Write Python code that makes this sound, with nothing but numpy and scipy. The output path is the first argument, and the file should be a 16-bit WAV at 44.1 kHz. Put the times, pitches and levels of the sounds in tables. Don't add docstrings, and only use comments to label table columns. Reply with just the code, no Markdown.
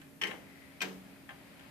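import sys
import numpy as np
from scipy import signal
from scipy.io import wavfile

SR = 44100
rng = np.random.default_rng(int(sys.argv[2]) if len(sys.argv) > 2 else 0)


def master_out(mix):
    frames = np.transpose(np.atleast_2d(mix))
    ceiling = np.clip(frames, -1, 1)
    pcm = np.round(ceiling * 32767).astype(np.int16)
    wavfile.write(sys.argv[1], SR, pcm)


N = 74970
TIME = np.arange(N) / SR
SIDES = np.array([[1], [-1]])
EDGES = np.geomspace(22, 16000, 30)
CENTRES = np.sqrt(EDGES[1:] * EDGES[:-1])

# (time [s], level [dB], brightness [dB/octave], lean to the left [dB])
TICK_HITS = [(0.214, -27, 0, -1), (0.2172, -22, 2, 4.5), (0.224, -28.5, 2.5, -5), (0.235, -24, -0.5, 4.5),
             (0.2369, -22.5, 1.5, -2), (0.2408, -27, -8, -4), (0.2695, -38, 7.5, 6),
             (0.2731, -36.5, 7.5, 10), (0.280, -36.5, 5, 0), (0.290, -49, -7, 7)]
# (frequency [Hz], relative level [dB])
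TICK_TONE = [(90, -37), (190, -13.5), (300, -20), (420, -14.5), (600, -17), (1000, -10.5), (1400, -12),
             (2000, 2), (2550, -3), (3100, -1), (3700, -14), (5600, -17.5), (8000, -26), (14000, -29.5)]
# (pitch [Hz], level [dB], time to fade by 60 dB [s])
TICK_PITCHES = [(189, -27, .8), (325, -26, .4), (415, -23, .3), (451, -26, .45), (834, -28, .35),
                (900, -24, .2), (1058, -24, .36), (1335, -23, .14), (1577, -23, .3), (1852, -16.5, .21),
                (1944, -19, .15), (2055, -21, .25), (2105, -21, .35), (2144, -21, .3), (2240, -23, .25),
                (2494, -22, .18), (2808, -21, .2), (3012, -17.5, .19), (3052, -19, .19), (3092, -18, .19)]
# (pitch [Hz], level [dB], fade time [s])
PALLET_NOTES = [(1950, -6, .012), (2500, -12, .012), (3100, -1.5, .014), (4480, -30, .06), (5640, -23, .06)]
def tick(bands):
    clicks = blows(bands, TICK_HITS, TICK_TONE, fade_s=0.014, room_db=-8.5)
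    ringing = ring(TICK_HITS, TICK_PITCHES, swell_cycles=1, level_db=-4.5)
    pallet = ring(TICK_HITS, PALLET_NOTES, swell_cycles=1.1, level_db=0.5)
    return clicks + ringing + pallet


# (time [s], level [dB], brightness [dB/octave], lean to the left [dB])
TOCK_HITS = [(0.8055, -43, -3.5, -7), (0.8148, -30, 1, -1), (0.8175, -32.5, 3, 6), (0.825, -36.5, -4.5, -2)]
# (frequency [Hz], relative level [dB])
TOCK_TONE = [(90, -39), (200, -4.5), (500, -7.5), (1000, -1.5), (1600, 1), (2600, 5), (3900, -3),
             (5600, -6.5), (8000, -14.5), (11000, -26), (14000, -15)]
# (pitch [Hz], level [dB], fade time [s])
CASE_NOTES = [(188.5, -11, .8), (281, -19, .4), (377, -15, .35), (453, -14, .42), (571, -20, .29),
              (743, -18, .3), (958, -16, .2), (1577, -1, .07), (2378, -10, .11), (2729, -13, .1),
              (5615, -12, .06), (8450, -16, .05)]
# (time [s], level [dB])
CATCH_RELEASE = [(0.8054, -36)]
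# (pitch [Hz], level [dB], fade time [s])
CATCH_NOTES = [(1600, -15, .05), (2471, 0, .12), (2730, -8, .08), (3090, -3, .06), (4334, -19, .06),
               (5615, -14, .05), (5730, -16, .04), (8150, -22, .03)]
def tock(bands):
    clack = blows(bands, TOCK_HITS, TOCK_TONE, fade_s=0.074, room_db=0)
    boom = ring(TOCK_HITS, CASE_NOTES, swell_cycles=11, level_db=1)
    ping = ring(CATCH_RELEASE, CATCH_NOTES, swell_cycles=1.8, level_db=1.5)
    return clack + boom + ping


# (time [s], level [dB], brightness [dB/octave], lean to the left [dB])
KNOCK_HITS = [(0.015, -50.5, 5.5, -14), (0.3101, -38, -4.5, 3.5), (1.2908, -39, -1.5, -2),
              (1.305, -43, -1, 0), (1.594, -55, 10, 14), (1.607, -56, 7, 0)]
# (frequency [Hz], relative level [dB])
KNOCK_TONE = [(100, -40), (450, -20.5), (750, -3.5), (1200, -15), (1700, -1.5), (2400, -9), (3200, -1.5),
              (4500, -36), (8000, -29.5), (14000, -50)]
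# (pitch [Hz], level [dB], fade time [s])
WOOD_NOTES = [(802, -14, .29), (1061, -11, .17), (1206, -18, .3), (1595, -7, .12), (1760, -6, .12),
              (2094, -14, .13), (3219, -19, .11)]
def knocks(bands):
    taps = blows(bands, KNOCK_HITS, KNOCK_TONE, fade_s=0.038, room_db=-5.5)
    return taps + ring(KNOCK_HITS, WOOD_NOTES, swell_cycles=0.5, level_db=-3)


# (frequency [Hz], fade time [s])
ECHO_FADE = [(200, 0.7), (450, 0.434), (1000, 0.4644), (2200, 0.28), (5000, 0.3934), (14000, 0.75)]
# (frequency [Hz], relative level [dB])
ECHO_LEVEL = [(180, 2.5), (420, 6.5), (800, -9.5), (2000, -11), (5000, -14), (14000, -16.5)]
# (frequency [Hz], lean to the left [dB])
CLOCK_LEAN = [(150, 2), (400, -2.5), (900, 0), (1500, 8), (2300, 8.5), (3200, 2), (4500, -3), (9000, -6),
              (14000, -5)]
def blows(bands, hits, tone, fade_s, room_db):
    out, age = np.zeros((2, N)), TIME[:SR * 3 // 4]
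    for hz, gain, noise in zip(CENTRES, band_gains(tone), bands):
        direct = decay(age, rise_s=0.0012, fade_s=fade_s)
        echo = decay(age, rise_s=9.6 / hz, fade_s=at_hz(ECHO_FADE, hz))
        echo *= from_db(room_db + at_hz(ECHO_LEVEL, hz))
        shape, power = direct ** 2 + echo ** 2, np.zeros((2, N))
        octaves = np.log2(np.clip(hz, 1000, 8000) / 2500)
        for start_s, db, brightness, lean_db in hits:
            start = int(start_s * SR)
            level = from_db(db + brightness * octaves) * pan(lean_db + at_hz(CLOCK_LEAN, hz))
            power[:, start:start + len(age)] += level ** 2 * shape[:N - start]
        out += gain * np.sqrt(power) * noise
    return out


# (frequency [Hz], likeness [1 = the same])
SIDE_LIKENESS = [(50, -0.25), (180, 0.92), (330, 0.28), (700, .5), (1500, 0.1), (3000, 0.09), (6000, 0.02),
                 (14000, 0)]
def ring(hits, pitches, swell_cycles, level_db):
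    out = np.zeros((2, N))
    for hz, pitch_db, fade_s in pitches:
        shape, power = decay(TIME, swell_cycles / hz, fade_s) ** 2, np.zeros(N)
        for start_s, db, *_ in hits:
            start = int(start_s * SR)
            power[start:] += from_db(db + pitch_db + level_db) ** 2 * shape[:N - start]
        spread = np.arccos(at_hz(SIDE_LIKENESS, hz)) * rng.choice([-1, 1])
        phase = 2 * np.pi * (hz * TIME + rng.random()) + SIDES * spread / 2
        out += np.sqrt(power) * np.sin(phase) * pan(at_hz(CLOCK_LEAN, hz))
    return out


def noise_bands():
    white, bands = rng.standard_normal((2, 2, N + SR // 4)), []
    for k, hz in enumerate(CENTRES):
        bandpass = signal.butter(3, EDGES[k:k + 2], "band", fs=SR, output="sos")
        pair = signal.sosfilt(bandpass, white[k % 2])[:, -N:]
        mid, side = pair / pair.std(axis=1, keepdims=True)
        alike = at_hz(SIDE_LIKENESS, hz)
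        bands.append(np.sqrt((1 + alike) / 2) * mid + np.sqrt((1 - alike) / 2) * side * SIDES)
    return bands


# (time [s], level [dB])
WHIRR_LEVEL = [(.25, -80), (.36, -64), (.66, -63), (.77, -73), (.9, -82)]
def whirr(pitch_hz=2030, width_hz=210):
    radius = np.exp(-np.pi * width_hz / SR)
    poles = [1, -2 * radius * np.cos(2 * np.pi * pitch_hz / SR), radius ** 2]
    noise = signal.lfilter([1, 0, -1], poles, rng.standard_normal((2, N)))
    level = from_db(np.interp(TIME, *np.transpose(WHIRR_LEVEL)))
    return level * pan(at_hz(CLOCK_LEAN, pitch_hz)) * noise / noise.std()


# (frequency [Hz], relative level [dB])
AIR_TONE = [(25, -9), (42, -17), (62, -1.5), (100, -5), (160, 2.5), (220, 0.5), (330, -3), (600, -12),
            (1200, -17.5), (2100, -13.5), (3300, -22), (6500, -26), (10000, -22.5), (14000, -23.5)]
# (frequency [Hz], lean to the left [dB])
AIR_LEAN = [(60, -4), (200, 0), (500, 2), (1200, 0.5), (2200, 7), (4500, -2), (14000, 0.5)]
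# (time [s], boost [dB])
AIR_SWELL = [(0, 1.5), (.18, -1), (.45, 3), (.7, 3), (1.1, 4.5), (1.25, 2.5), (1.42, 5), (1.55, 4.5),
             (1.62, 6.5), (1.7, 5.5)]
def room_air(level_db=-57, flicker_db=0.5):
    out, swell_db = 0, np.interp(TIME, *np.transpose(AIR_SWELL))
    for hz, gain, noise in zip(CENTRES, band_gains(AIR_TONE), noise_bands()):
        level = from_db(level_db + flicker_db * drift(14.6) + swell_db * (500 < hz < 5000))
        out += gain * level * pan(at_hz(AIR_LEAN, hz)) * noise
    return out


# (pitch [Hz], level [dB])
HUM_NOTES = [(274, -62), (597, -72.5)]
def hum():
    return sum(np.sqrt(2) * from_db(db) * np.sin(2 * np.pi * hz * TIME + 0.22 * drift(6.8))
               for hz, db in HUM_NOTES)


def from_db(db):
    return 10 ** (np.asarray(db) / 20)


def pan(lean_db):
    return from_db(SIDES * lean_db / 2)


def at_hz(table, hz):
    frequencies, values = np.transpose(table)
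    return np.interp(np.log(hz), np.log(frequencies), values)


def band_gains(tone):
    gain = from_db(at_hz(tone, CENTRES)) * np.sqrt(CENTRES)
    return gain / np.linalg.norm(gain)


def decay(age, rise_s, fade_s):
    return (1 - np.exp(-age / rise_s)) * np.exp(-np.log(1000) * age / fade_s)


def drift(rate_hz):
    return np.interp(TIME * rate_hz, np.arange(200), rng.standard_normal(200))


def scene():
    bands = noise_bands()
    return tick(bands) + tock(bands) + knocks(bands) + whirr() + room_air() + hum()


def record(dry):
    cutoff_hz = 14620
    return signal.sosfilt(signal.ellip(12, .1, 70, cutoff_hz, fs=SR, output="sos"), dry)


dry = scene()
out = record(dry)
master_out(out)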